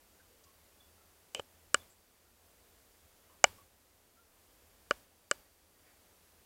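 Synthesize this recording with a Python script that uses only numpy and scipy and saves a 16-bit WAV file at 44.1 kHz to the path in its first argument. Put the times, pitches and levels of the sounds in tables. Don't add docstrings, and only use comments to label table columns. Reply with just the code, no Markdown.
import sys
import numpy as np
from scipy import signal
from scipy.fft import rfft, irfft, next_fast_len
from scipy.io import wavfile
from scipy.ndimage import uniform_filter1d

SR = 44100
rng = np.random.default_rng(int(sys.argv[2]) if len(sys.argv) > 2 else 0)


def to_wav(sig):
    pcm = np.clip(np.atleast_2d(sig), -1, 1) * 32767
    pcm = np.round(pcm).astype(np.int16)
    wavfile.write(sys.argv[1], SR, pcm.T)


N = 284606
TIME_S = np.arange(N) / SR

# freq_hz, gain_db
HISS_SPECTRUM = [(76, -38), (130, -9), (169, -2), (520, -0.5), (988, -5.5), (2590, -9.5), (3430, -10),
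                 (3720, -11), (14900, -10.5), (15800, -14)]
# freq_hz, gain_db
RUMBLE_SPECTRUM = [(10, -18.5), (28, -9.5), (52, -1), (68, -3), (83, 2.5), (100, -8), (135, -15.5),
                   (300, -37.5)]
# peak_s, centre_hz, width_hz, peak_rms_db, rise_s
CLEAR_PIPS = [(.203, 1530, 129.6, -64.5, .007), (.335, 485, 58, -71, .033), (.441, 6000, 1800, -63, .0045),
              (.468, 1086, 30, -68, .02), (.815, 3430, 40, -67, .017), (1.0, 1350, 50, -74, .03),
              (1.806, 3450, 50, -67.5, .01), (1.91, 7670, 397, -68.5, .016), (3.312, 1084, 137, -69, .02),
              (3.592, 1115, 60, -65, .011), (4.185, 1376, 29.76, -72, .028), (5.885, 2032, 405, -72, .027)]
# start_s, strength_db, tilt_db_per_octave, plop_db, knock_db, knock_hz, snap_db, snap_hz,
# rebound_delay_s, rebound_ratio (signed)
DROP_HITS = [(1.3476, -17, 3, 19.5, 7, 3220, 3.5, 8800, 0.00034, 0.67),
             (1.3954, -20, -5.0, 21.5, 13.5, 3320, 12.5, 8500.0, 0.00229, 0.43),
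             (1.7442, 0.0, 0.57, 6, 4.5, 1499, 8.5, 8060.0, 0.00071, 0.29),
             (3.4413, 2.5, -0.5, 24.1, 8.0, 2237, 14.5, 6585, 0.0014, 0.46),
             (4.9093, -1.5, -2, 2, 6.8, 1445, -4, 8700, 0.00055, -0.24),
             (5.3125, -3.5, 0.17, 1.75, 7, 1530.0, 9, 7350, 0.00022, 0.27)]
# pitch_hz, t60_s, gain_db
DROP_MODES = [(582.6, 0.025, -2), (1190.6, 0.015, -4.5), (1449, 0.023, -7.5), (2346, 0.015, 4.5),
              (2953, 0.017, 17), (4898, 0.004, -3.5), (7490, 0.0035, -5.5)]
# freq_hz, gain_db
BLOW_SPECTRUM = [(90.0, 25.5), (450.0, 23), (850.0, 4.0), (1150.0, 16), (1700.0, 19.5), (2000.0, 9.5),
                 (3100.0, -7), (3700.0, -2), (4600.0, 6.5), (8300.0, 9.5), (9300.0, 2), (15000.0, -1.5)]
# freq_hz, delay_s
BLOW_BUILD_UP = [(300, .0008), (1500, 0.0014), (2900, .0018), (3800, 0.001), (6500, 0.000033),
                 (9000, .0004)]
# freq_hz, gain_db
SPRAY_SPECTRUM = [(100, -6), (300, -0.5), (600, 1.5), (2200, 1), (4000, -4), (7000, -6), (11000, -18)]
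# pitch_hz, t60_s, gain_db
BUZZ_MODES = [(504, 0.026, -1.5), (2520, 0.014, -7.5), (3040, 0.034, -2), (6940, 0.0011, -24)]
# freq_hz, t60_s
ROOM_DECAY = [(100, .6), (600, 0.34), (2000, 0.29), (8000, 0.22)]


def gain_of(db):
    return 10 ** (np.asarray(db) / 20)


def unit_rms(x):
    return x / np.sqrt(np.mean(x ** 2) + 1e-20)


def curve(points, hz):
    freq_hz, value = np.transpose(points)
    return np.interp(np.log(hz + 1), np.log(freq_hz + 1), value)


def bell(hz, centre_hz, width_octaves=.24):
    return np.exp(-.5 * (np.log2((hz + 1) / centre_hz) / width_octaves) ** 2)


def add(mix, start_s, sound):
    part = mix[round(start_s * SR):][:len(sound)]
    part += sound[:len(part)]


def resonances(modes, hz):
    power = 0
    for pitch_hz, t60_s, db in modes:
        detuning = (hz ** 2 - pitch_hz ** 2) * t60_s * np.pi / np.log(1000) / (hz + 1)
        power += gain_of(db) ** 2 / (1 + detuning ** 2)
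    return np.sqrt(power)


def minimum_phase(gain):
    log_gain = np.log(np.maximum(gain, 1e-5))
    mirrored = np.concatenate([log_gain, log_gain[-2:0:-1]])
    return np.exp(np.conj(signal.hilbert(mirrored)))[:len(gain)]


def noise(colour, size=N):
    fft_size = next_fast_len(size)
    spectrum = rfft(rng.standard_normal(fft_size)) * colour(np.fft.rfftfreq(fft_size, 1 / SR))
    return unit_rms(irfft(spectrum, fft_size)[:size])


def band(centre_hz, width_hz, size=N):
    return noise(lambda hz: np.exp(-.5 * ((hz - centre_hz) / width_hz) ** 2), size)


def waver(rate_hz):
    return noise(lambda hz: np.exp(-.5 * (hz / rate_hz) ** 2) * (hz > 0))


def background(hiss_db=-66, hum_fade_from_s=2.6, hum_fade_db_per_s=3.5):
    hiss = gain_of(hiss_db) * noise(lambda hz: gain_of(curve(HISS_SPECTRUM, hz)))
    rumble_db = -74 + .63 * waver(rate_hz=1.6)
    rumble = gain_of(rumble_db) * noise(lambda hz: gain_of(curve(RUMBLE_SPECTRUM, hz)))
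    hum_db = -78.5 - hum_fade_db_per_s * np.maximum(TIME_S - hum_fade_from_s, 0)
    hum = gain_of(hum_db) * band(centre_hz=81.8, width_hz=4)
    whine_db = -88.5 + 3 * waver(rate_hz=1)
    whine = gain_of(whine_db) * band(centre_hz=4660, width_hz=70)
    return hiss + rumble + hum + whine


def pips(faint_per_s=1.7, low_hz=1200, high_hz=8200, faint_db=-79, faint_rise_s=.018, size=16384):
    events = list(CLEAR_PIPS)
    for time_draw, pitch_draw in rng.random((30, 2))[:round(faint_per_s * N / SR)]:
        pitch_hz = low_hz * (high_hz / low_hz) ** pitch_draw
        events.append((time_draw * N / SR, pitch_hz, .03 * pitch_hz, faint_db, faint_rise_s))
    out = np.zeros(N)
    for peak_s, centre_hz, width_hz, db, rise_s in events:
        age = TIME_S[:size] / rise_s
        envelope = gain_of(db) * age * np.exp(1 - age)
        add(out, max(peak_s - rise_s, 0), envelope * band(centre_hz, width_hz, size))
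    return out


def drops(plop_hz=837, rebound_rolloff_hz=8000, pivot_hz=1500, size=4096):
    hz = np.fft.rfftfreq(size, 1 / SR)
    body = resonances(DROP_MODES, hz) * gain_of(curve(BLOW_SPECTRUM, hz))
    lag = np.exp(-2j * np.pi * np.cumsum(curve(BLOW_BUILD_UP, hz)) * SR / size)
    puff = irfft(minimum_phase(gain_of(curve(SPRAY_SPECTRUM, hz))))
    octaves = np.log2(np.maximum(hz, BLOW_SPECTRUM[0][0]) / pivot_hz)
    clicks, spray = np.zeros(N), np.zeros(N)
    for start_s, db, tilt, plop_db, knock_db, knock_hz, snap_db, snap_hz, delay_s, ratio in DROP_HITS:
        landing_db = (plop_db * bell(hz, plop_hz) + knock_db * bell(hz, knock_hz)
                      + snap_db * bell(hz, snap_hz))
        blow = gain_of(db + tilt * octaves + landing_db)
        rebound = 1 + ratio * np.exp(-hz / rebound_rolloff_hz - 2j * np.pi * hz * delay_s)
        spectrum = minimum_phase(body * blow) * rebound * lag
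        click = np.fft.fftshift(irfft(spectrum))
        add(clicks, start_s - size / 2 / SR, click * signal.windows.tukey(size, .5))
        add(spray, start_s, gain_of(db) * puff)
    return clicks, spray


def boom(level_db=-66, t60_s=.7):
    envelope = sum(gain_of(db - 60 * np.maximum(TIME_S - start_s, 0) / t60_s) * (TIME_S > start_s)
                   for start_s, db, *_ in DROP_HITS)
    return gain_of(level_db) * envelope * noise(lambda hz: gain_of(curve(RUMBLE_SPECTRUM, hz)))


def spatter(start_s=1.35, length_s=.054, level_db=-51, blows_per_s=2500, cutoff_hz=8000,
            surge_at_s=1.3975, surge_width_s=.003, surge_db=5, size=4096):
    time_s = start_s + np.arange(0, length_s, 1 / SR)
    hz = np.fft.rfftfreq(size, 1 / SR)
    struck = rng.random(size) < blows_per_s / SR
    blows = struck * rng.standard_normal(size)
    colour = resonances(BUZZ_MODES, hz) / np.sqrt(1 + (hz / cutoff_hz) ** 10)
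    buzz = unit_rms(irfft(rfft(blows) * colour)[:len(time_s)])
    surge = np.exp(-.5 * ((time_s - surge_at_s) / surge_width_s) ** 2)
    envelope = gain_of(level_db + surge_db * surge) * signal.windows.tukey(len(time_s), .1)
    out = np.zeros(N)
    add(out, start_s, buzz * envelope)
    return out


def bathroom(sound, size=32768):
    hz, time_s, bands = signal.stft(rng.standard_normal(size), SR, nperseg=256)
    decay = gain_of(-60 * time_s / curve(ROOM_DECAY, hz)[:, None])
    tail = signal.istft(bands * decay, SR)[1]
    return signal.fftconvolve(sound, tail / np.linalg.norm(tail))[:N]


def scene(spray_send_db=-24, direct_send_db=-43):
    bed = background() + boom()
    clicks, spray = drops()
    direct = clicks + spatter()
    tail = bathroom(gain_of(spray_send_db) * spray + gain_of(direct_send_db) * direct)
    return (direct + tail + bed + pips())[None]


def peak_hold(level_db, fall_db_per_s):
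    fall_db = TIME_S * fall_db_per_s
    return np.maximum.accumulate(level_db + fall_db) - fall_db


def record(dry, open_from_db=-42, lift_db_per_db=.34, open_s=.0034, close_db_per_s=42,
           duck_from_db=-31, max_duck_db=2, recover_db_per_s=19, cutoff_hz=15950):
    level_db = 10 * np.log10(np.abs(uniform_filter1d(dry[0] ** 2, size=128)) + 1e-12)
    lift_db = peak_hold(lift_db_per_db * np.maximum(level_db - open_from_db, 0), close_db_per_s)
    pole = np.exp(-1 / (open_s * SR))
    lift_db = signal.lfilter([1 - pole], [1, -pole], lift_db)
    duck_db = np.clip(peak_hold(level_db, recover_db_per_s) - duck_from_db, 0, max_duck_db)
    levelled = dry * gain_of(lift_db - duck_db)
    clipped = levelled / (1 + levelled ** 8) ** (1 / 8)
    lowpass = signal.firwin(511, cutoff_hz, window=("kaiser", 9), fs=SR)
    return signal.oaconvolve(clipped, lowpass[None], "same")


dry = scene()
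out = record(dry)
to_wav(out)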